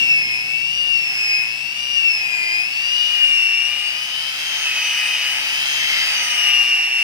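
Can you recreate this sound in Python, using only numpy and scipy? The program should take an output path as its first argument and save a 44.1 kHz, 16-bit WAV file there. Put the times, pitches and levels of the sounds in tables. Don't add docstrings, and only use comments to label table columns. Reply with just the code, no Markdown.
import sys
import numpy as np
from scipy import signal
from scipy.fft import rfft, irfft
from scipy.io import wavfile
from scipy.ndimage import uniform_filter1d, map_coordinates

SR = 44100
rng = np.random.default_rng(int(sys.argv[2]) if len(sys.argv) > 2 else 0)


def store_wav(level_fs):
    pcm = np.round(np.clip(np.atleast_2d(level_fs), -1, 1) * 32767)
    wavfile.write(sys.argv[1], SR, pcm.T.astype(np.int16))


N = 310015
TIME_S = np.arange(N) / SR
BIN_HZ = np.arange(N // 2 + 1) * SR / N
SIDES = np.array([[1], [-1]]) / 2


def undb(db):
    return 10 ** (np.asarray(db) / 20)


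def curves(table):
    times_s, *columns = np.transpose(table)
    return np.array([np.interp(TIME_S, times_s, column) for column in columns])


def spectrum(table):
    hz, values = np.transpose(table)
    return np.interp(np.log(BIN_HZ + 1), np.log(hz), values)


def shape(sound, gain):
    return irfft(rfft(sound) * gain, N)


def below(hz, order=4):
    return 1 / np.sqrt(1 + (BIN_HZ / hz) ** (2 * order))


def resonance(hz, centre_hz, width_hz):
    return 1 / (1 + (2 * (hz - centre_hz) / width_hz) ** 2)


def swell(peak_s, rise_s, fall_s):
    ramp = np.interp(TIME_S, [peak_s - rise_s, peak_s, peak_s + fall_s], [0, 1, 0])
    return np.sin(np.pi / 2 * ramp) ** 2


def flutter(hz, step=32):
    knots = np.arange(-SR // 2, N + step, step)
    smoothing = signal.butter(2, min(hz, SR / step / np.pi), fs=SR / step, output="sos")
    wiggle = signal.sosfilt(smoothing, rng.standard_normal(len(knots)))
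    return np.interp(np.arange(N), knots, wiggle / wiggle.std())


def spin(cycles):
    return np.exp(2j * np.pi * cycles)


# pitch_hz, relative_db
HUM_COLOUR = [(20, -17), (40, -28), (60, -12), (80, -13), (97, 0), (113, -35), (135, -7), (175, -4.5),
              (210, -10), (260, -7.5), (310, -14.5), (450, -11.5), (650, -17.5), (1500, -70)]
# time_s, gain_db
HUM_LOUDNESS = [(0, -45), (.5, -51), (3.6, -57.5), (4.4, -56), (5.2, -59), (5.85, -53), (7.03, -60)]
def outdoor_hum():
    middle, side = shape(rng.standard_normal((2, N)), undb(spectrum(HUM_COLOUR)))
    drone = (middle + 0.72 * side * SIDES) / middle.std()
    note = np.sin(2 * np.pi * 134 * TIME_S + 1.76 * flutter(7.4))
    return (undb(-0.74) * drone + undb(-1.5) * note) * undb(curves(HUM_LOUDNESS) - 1.2 * SIDES)


def cooling_air(turns):
    return rng.standard_normal((3, N)) * (1 + 0.15 * np.cos(2 * np.pi * turns))


def tooth_clatter(lay_turns, harmonics=200):
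    streams = []
    for _ in range(3):
        position = (lay_turns + .0008 * flutter(40)) % 1
        flaws = irfft(np.r_[0, spin(rng.random(harmonics))], 16 * harmonics)
        places = np.arange(len(flaws)) / len(flaws)
        streams.append(np.interp(position, places, flaws / flaws.std(), period=1))
    band = below(5300, order=2) * (1 - below(1200, order=2))
    return shape(np.array(streams), band) * undb(flutter(38))


def diffuse(streams, apart_hz, likeness):
    shared = np.maximum(below(apart_hz, order=1), likeness)
    return shape(streams[0], shared) + shape(streams[1:], np.sqrt(1 - shared ** 2))


def shaft_tones(turns, table, waver_db, blur_rad):
    tones = 0
    for multiple, db in table:
        phase = 2 * np.pi * (multiple * turns + rng.random()) + blur_rad * flutter(26)
        drift = min(multiple / 20, 1.3) * flutter(4.7) * SIDES
        tones += np.sqrt(2) * undb(db + waver_db * flutter(6.2)) * np.sin(phase + drift)
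    return tones


# cycles_per_motor_turn, relative_db
MOTOR_TONES = [(2, 21), (3, 12), (4, 19), (12, 15), (14, 13), (16, 15), (20, 18), (21, 22), (23, 20),
               (24, 19), (26, 15), (40, 21), (42, 15), (43, 18), (45, 23), (46, 16), (48, 24)]
# cycles_per_layshaft_turn, relative_db
LAYSHAFT_TONES = [(8, 15), (11, 10), (13, 18), (15, 12), (17, 13), (18, 11), (20, 17), (26, 18), (28, 14),
                  (29, 12), (30, 18), (32, 17), (36, 15), (37, 16), (43, 21), (57, 24), (58, 17), (60, 14),
                  (63, 17), (64, 20), (70, 16), (71, 19), (73, 19), (74, 18), (75, 14), (76, 19), (77, 15),
                  (79, 13)]
def running_noise(turns, lay_turns, sag_hz):
    tones = shaft_tones(turns, MOTOR_TONES, waver_db=2.5, blur_rad=.3)
    tones += shaft_tones(lay_turns, LAYSHAFT_TONES, waver_db=3, blur_rad=.35)
    rush = np.sqrt(SR / 2) * (undb(-8.5) * tooth_clatter(lay_turns) + undb(-4.5) * cooling_air(turns))
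    return undb(-5 + 0.138 * sag_hz) * tones + diffuse(rush, apart_hz=2170, likeness=0.3)


BAND_EDGES = (1050, 1550, 2000, 3250, 4400, 5600)
# gain_db, share_of_vent_swell, db_per_hz_of_sag
BANDS = [(-1, 0.92, 0.12), (0, 1.26, -0.25), (0, 1.6, 0.0535), (-5, 0.7, 0.14), (7, 1.02, -0.42),
         (-2.5, 0.67, 0.08), (-2.5, 0.99, -0.0222)]
def swelling_bands(noise, sag_hz, vents_db):
    edges = [0, *(below(hz, order=8) for hz in BAND_EDGES), 1]
    sound = 0
    for (db, share, db_per_hz), low, high in zip(BANDS, edges, edges[1:]):
        level_db = db + share * vents_db + db_per_hz * sag_hz + .5 * flutter(5.8)
        sound += undb(level_db) * shape(noise, high - low)
    return sound


# pitch_hz, gain_db
HOUSING_COLOUR = [(250.0, -73), (480.0, -80), (720.0, -69), (920, -68), (1120.0, -72.5), (1400.0, -68),
                  (1900.0, -62.5), (2750.0, -51.5), (3350.0, -66.5), (4250.0, -72), (5100.0, -65),
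                  (6700.0, -72.5), (9000.0, -74.5), (12400.0, -78.5), (15500.0, -81.5)]
# pitch_hz, left_minus_right_db
MIC_COLOUR = [(250.0, -1.5), (1300.0, -1.5), (2100.0, 3), (2800.0, 4.5), (3700.0, 5.5), (4400.0, 1),
              (5800.0, -8.5), (7000.0, -1), (9500.0, 5.5), (11500.0, 7), (14000.0, -14.5), (15500.0, -16)]
# pitch_hz, left_lead_rad
MIC_LEAD = [(600, 0), (1500, 0.64), (2400, 0)]
def housing(noise):
    cover_db = 3.5 * resonance(BIN_HZ, centre_hz=4800, width_hz=420)
    colour = undb(spectrum(HOUSING_COLOUR) + cover_db + spectrum(MIC_COLOUR) * SIDES)
    phase_shift = np.exp(1j * spectrum(MIC_LEAD) * SIDES)
    bass_cut = 1 - below(248, order=2)
    return shape(noise, colour * phase_shift * bass_cut)


# cycles_per_layshaft_turn, relative_db
GROWL_TONES = [(13, 0), (15, -6), (16, -8)]
def pad_growl(lay_turns, sag_hz):
    rasp = 0
    for multiple, db in GROWL_TONES:
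        roughness = .8 + .42 * flutter(40) + .42j * flutter(40)
        rasp += undb(db) * roughness * spin(multiple * lay_turns)
    return np.sqrt(2) * undb(-70 + .75 * sag_hz) * np.real(rasp)


# offset_cycles_per_layshaft_turn, relative_db
CHATTER_CLUSTER = [(-1, -6), (0, 0), (1, -5), (2, -8)]
# peak_s, length_s, level_db, cycles_per_layshaft_turn
CHATTER_SPELLS = [(0.806, 0.95, -41, 76), (1.86, 0.99, -41, 76), (2.91, 0.68, -33, 76),
                  (3.95, 0.41, -31, 76), (5.153, 0.97, -38.5, 75), (5.927, 0.55, -24.5, 30),
                  (6.097, 0.64, -28.5, 71)]
def gear_chatter(lay_turns, pan_db=-0.5):
    scratch = ring = 0
    for offset, db in CHATTER_CLUSTER:
        roughness = .7 + .5 * flutter(70) + .5j * flutter(70)
        scratch += undb(db) * roughness * spin(offset * lay_turns)
    for peak_s, length_s, db, multiple in CHATTER_SPELLS:
        ring += undb(db) * swell(peak_s, length_s / 2, length_s / 2) * spin(multiple * lay_turns)
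    return np.real(scratch * ring) * undb(pan_db * SIDES)


# time_s, level_db
SECOND_GEAR_TONE = [(0, -62), (1.6, -54.5), (2, -50), (2.5, -58), (3.2, -54), (4.1, -49), (4.6, -43.5),
                    (5.2, -46.5), (5.55, -52), (6.5, -41), (6.95, -54)]
# time_s, left_db, right_db
SECOND_GEAR_OCTAVE = [(0.0, -30, -25.5), (0.37, -25.5, -28.5), (0.75, -37, -41), (0.91, -33, -31),
                      (1.21, -29.5, -33), (1.44, -31, -31), (1.62, -41, -49), (1.81, -39, -34.5),
                      (2.56, -27, -29), (2.71, -34, -45), (2.89, -30, -31), (3.94, -30.5, -35),
                      (4.56, -32, -30), (4.71, -18.5, -22.5), (5.1, -20, -26.5), (5.46, -25.5, -32),
                      (5.64, -23, -26), (6.54, -30.5, -53), (6.67, -27, -28), (7.02, -31, -45)]
def second_gears(lay_turns, speed_hz, teeth=19):
    throb = .3 * np.cos(2 * np.pi * lay_turns + 1.2 * flutter(14))
    hoarse = np.clip((speed_hz - 91.6) / 43, 0, 1)
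    slack = 1 - .3 * hoarse + hoarse * (throb + .42 * flutter(80) + .4j * flutter(80))
    phase = 2 * np.pi * teeth * lay_turns
    mic_drift = 0.79 * np.array([flutter(0.28), flutter(2.27)])
    low_gain = undb(curves(SECOND_GEAR_TONE) + 1.1 * flutter(15))
    roughness = 0.99 + 0.25 * flutter(31) + .3j * flutter(35)
    low = low_gain * np.real(roughness * np.exp(1j * (phase + 0.31 * mic_drift)))
    octave_gain = undb(curves(SECOND_GEAR_OCTAVE) + flutter(3.3))
    octave = octave_gain * np.real(slack * np.exp(1j * (2 * phase + mic_drift)))
    return np.sqrt(2) * (low + octave)


# cycles_per_motor_turn, level_db, db_per_hz_of_sag
WHISTLES = [(64, -55, .1), (66, -57, .55), (68, -58, .2), (70, -61, .2), (80, -65, .35), (88, -66, .95),
            (92, -68, .3)]
def gear_whistles(turns, speed_hz, sag_hz, vents_db, pan_db=5):
    whistles = 0
    for multiple, db, db_per_hz in WHISTLES:
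        ring_db = 7.5 * resonance(multiple * speed_hz, centre_hz=8900, width_hz=700)
        breakup = .7 + .45 * flutter(22) + .45j * flutter(40)
        level_db = db + db_per_hz * sag_hz + ring_db + 0.45 * vents_db + flutter(7.8)
        tone = spin(multiple * turns) * np.exp(.7j * flutter(23))
        whistles += undb(level_db) * np.real(breakup * tone)
    return np.sqrt(2) * whistles * undb(pan_db * SIDES)


MOTOR_TEETH, WHEEL_TEETH = 22, 45
# time_s, left_db, right_db
WHINE_LOUDNESS = [(0.0, -13.5, -24), (0.13, -12.5, -16.5), (0.22, -16, -23), (0.25, -30, -37),
                  (0.31, -20, -28), (0.45, -23.5, -36), (0.55, -16.5, -28), (0.75, -20, -29),
                  (0.93, -11.5, -27.5), (1.17, -26, -29.5), (1.21, -20, -26), (1.32, -17.5, -23.5),
                  (1.39, -18, -35), (1.51, -21, -32), (1.59, -22.5, -42), (1.77, -24, -46),
                  (2.08, -10, -18), (2.19, -22, -35), (2.3, -17.5, -52), (2.39, -19, -30), (2.62, -16, -26),
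                  (2.71, -27.5, -40), (2.78, -21, -31.5), (3.01, -13.5, -27), (3.13, -16.5, -31),
                  (3.22, -10.5, -19.5), (3.46, -14, -21), (3.55, -13.5, -21), (4.1, -27, -64),
                  (4.21, -20.5, -39), (4.37, -29.5, -61), (4.62, -21.5, -42), (4.68, -25, -25),
                  (4.86, -25.5, -29.5), (5.06, -22.5, -28), (5.1, -27, -30), (5.19, -24, -28),
                  (5.3, -21.5, -32), (5.39, -23.5, -33), (5.43, -27.5, -34), (5.63, -22.5, -36),
                  (5.84, -22.5, -46), (5.9, -23, -30), (5.94, -21.5, -30.5), (6.03, -20, -31),
                  (6.17, -35, -25), (6.21, -25, -44), (6.48, -13.5, -20), (6.59, -11.5, -18),
                  (6.81, -19.5, -18.5), (6.85, -21.5, -20.5), (7.02, -16.5, -21.5)]
# time_s, left_db, right_db
WHINE_OCTAVE = [(0.0, -39, -36), (0.2, -30, -27), (0.35, -30, -25), (0.61, -56, -38.5), (0.75, -43, -37),
                (0.85, -54, -51), (1.0, -47, -32.5), (1.33, -23, -19.5), (1.63, -43, -38), (1.98, -47, -36),
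                (2.04, -47, -40), (2.1, -38, -26.5), (2.16, -29, -22.5), (2.29, -36, -33.5),
                (2.56, -29.5, -25), (2.65, -28.5, -36), (2.73, -58, -37), (2.84, -46, -45),
                (2.92, -52, -34), (3.1, -44, -39), (3.19, -55, -52), (3.35, -61, -30.5), (3.65, -52, -30.5),
                (3.82, -52, -49), (4.01, -52, -41), (4.24, -72, -50), (4.61, -45, -30), (4.7, -49, -34),
                (4.86, -48, -28.5), (5.16, -49, -33), (5.4, -61, -37), (5.75, -42, -33), (5.99, -44, -37),
                (6.06, -45, -41), (6.17, -48, -28), (6.3, -45, -26), (6.42, -43, -28), (6.55, -38, -30.5),
                (7.02, -51, -31.5)]
# offset_cycles_per_motor_turn, relative_db
SIDE_TONES = [(-1.21, -20.5), (-1, -20), (.49, -29), (1, -16.5), (1.21, -19.5), (1.47, -28), (2, -27)]
def gear_whine(turns, sag_hz):
    phase = 2 * np.pi * MOTOR_TEETH * turns + .09 * flutter(25)
    wobble = 0
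    for offset, db in SIDE_TONES:
        gain = undb(db + 2.5 * flutter(7))
        wobble += gain * spin(offset * turns + rng.random()) * np.exp(.3j * flutter(25))
    grit = .08 * flutter(45) + .06j * flutter(60)
    tone_db = curves(WHINE_LOUDNESS)
    slow_db = uniform_filter1d(tone_db, size=SR // 2)
    stutter = undb(-7.5 + 0.5 * slow_db + 0.036 * sag_hz) * (wobble + grit)
    tone_gain = undb(tone_db + 1.29 * flutter(11.4))
    tone = np.real((tone_gain + stutter) * np.exp(1j * phase))
    octave_gain = undb(curves(WHINE_OCTAVE) + 1.5 * flutter(7.7))
    octave_phase = 2 * phase + 0.2 * flutter(48)
    octave = octave_gain * np.real((1 + 0.42 * wobble + 2 * grit) * np.exp(1j * octave_phase))
    return np.sqrt(2) * (tone + octave)


# time_s, delay_ms
LEFT_DELAY = [(0, 0.22), (.3, 0.18), (.7, 0.21), (1.25, 0.16), (1.7, 0.22), (2.35, 0.16), (2.9, 0.21),
              (3.2, 0.16), (3.52, 0.065), (3.75, 0.078), (4.0, 0.19), (4.3, 0.19), (4.55, .15),
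              (4.85, 0.03), (5.1, 0.013), (5.3, 0.077), (5.55, 0.22), (5.9, 0.17), (6.3, 0.11),
              (6.65, 0.043), (7.03, 0.073)]
def travel_along_door(pair):
    delay_samples = curves(LEFT_DELAY) * SIDES * SR / 1000
    return np.array([map_coordinates(side, [np.arange(N) - delay], order=5, mode="mirror")
                     for side, delay in zip(pair, delay_samples)])


# time_s, turns_per_s
UNLOADED_SPEED = [(3.01, 130.9), (4.42, 142.9)]
# peak_s, rise_s, fall_s, sag_hz
PAD_PRESSES = [(0.332, 0.57, 0.6, 14.2), (1.351, 0.69, 0.65, 15.1), (2.449, 0.673, 0.57, 19.985),
               (3.518, 0.48, 0.61, 10.1), (3.996, 0.33, 0.37, 4.8), (5.03, 0.65, 0.51, 8.13),
               (5.431, 0.339, 0.26, 5.5), (6.519, 0.72, 0.39, 11.86), (6.962, 0.56, 0.912, 17.6)]
# time_s, swell_db
VENT_SWELL = [(0.0, -0.5), (0.63, -5), (1.23, -1), (1.67, -4), (2.43, -1), (2.7, -2), (3.18, 1.4),
              (3.56, -1.1), (4.31, 1), (4.57, 3.5), (5.64, 4.5), (6.02, 6.5), (6.56, 4), (6.91, -0.5),
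              (7.03, 2)]
def scene():
    sag_hz = sum(hz * swell(peak_s, rise_s, fall_s) for peak_s, rise_s, fall_s, hz in PAD_PRESSES)
    speed_hz = curves(UNLOADED_SPEED)[0] - sag_hz
    turns = np.cumsum(speed_hz) / SR
    lay_turns = turns * MOTOR_TEETH / WHEEL_TEETH
    vents_db = curves(VENT_SWELL)[0]
    gears = gear_whine(turns, sag_hz) + gear_whistles(turns, speed_hz, sag_hz, vents_db)
    gears += second_gears(lay_turns, speed_hz) + gear_chatter(lay_turns) + pad_growl(lay_turns, sag_hz)
    noise = swelling_bands(running_noise(turns, lay_turns, sag_hz), sag_hz, vents_db)
    return travel_along_door(gears + housing(noise)) + outdoor_hum()


def record(dry):
    return signal.sosfilt(signal.ellip(10, .2, 80, 15700, fs=SR, output="sos"), dry)


dry = scene()
out = record(dry)
store_wav(out)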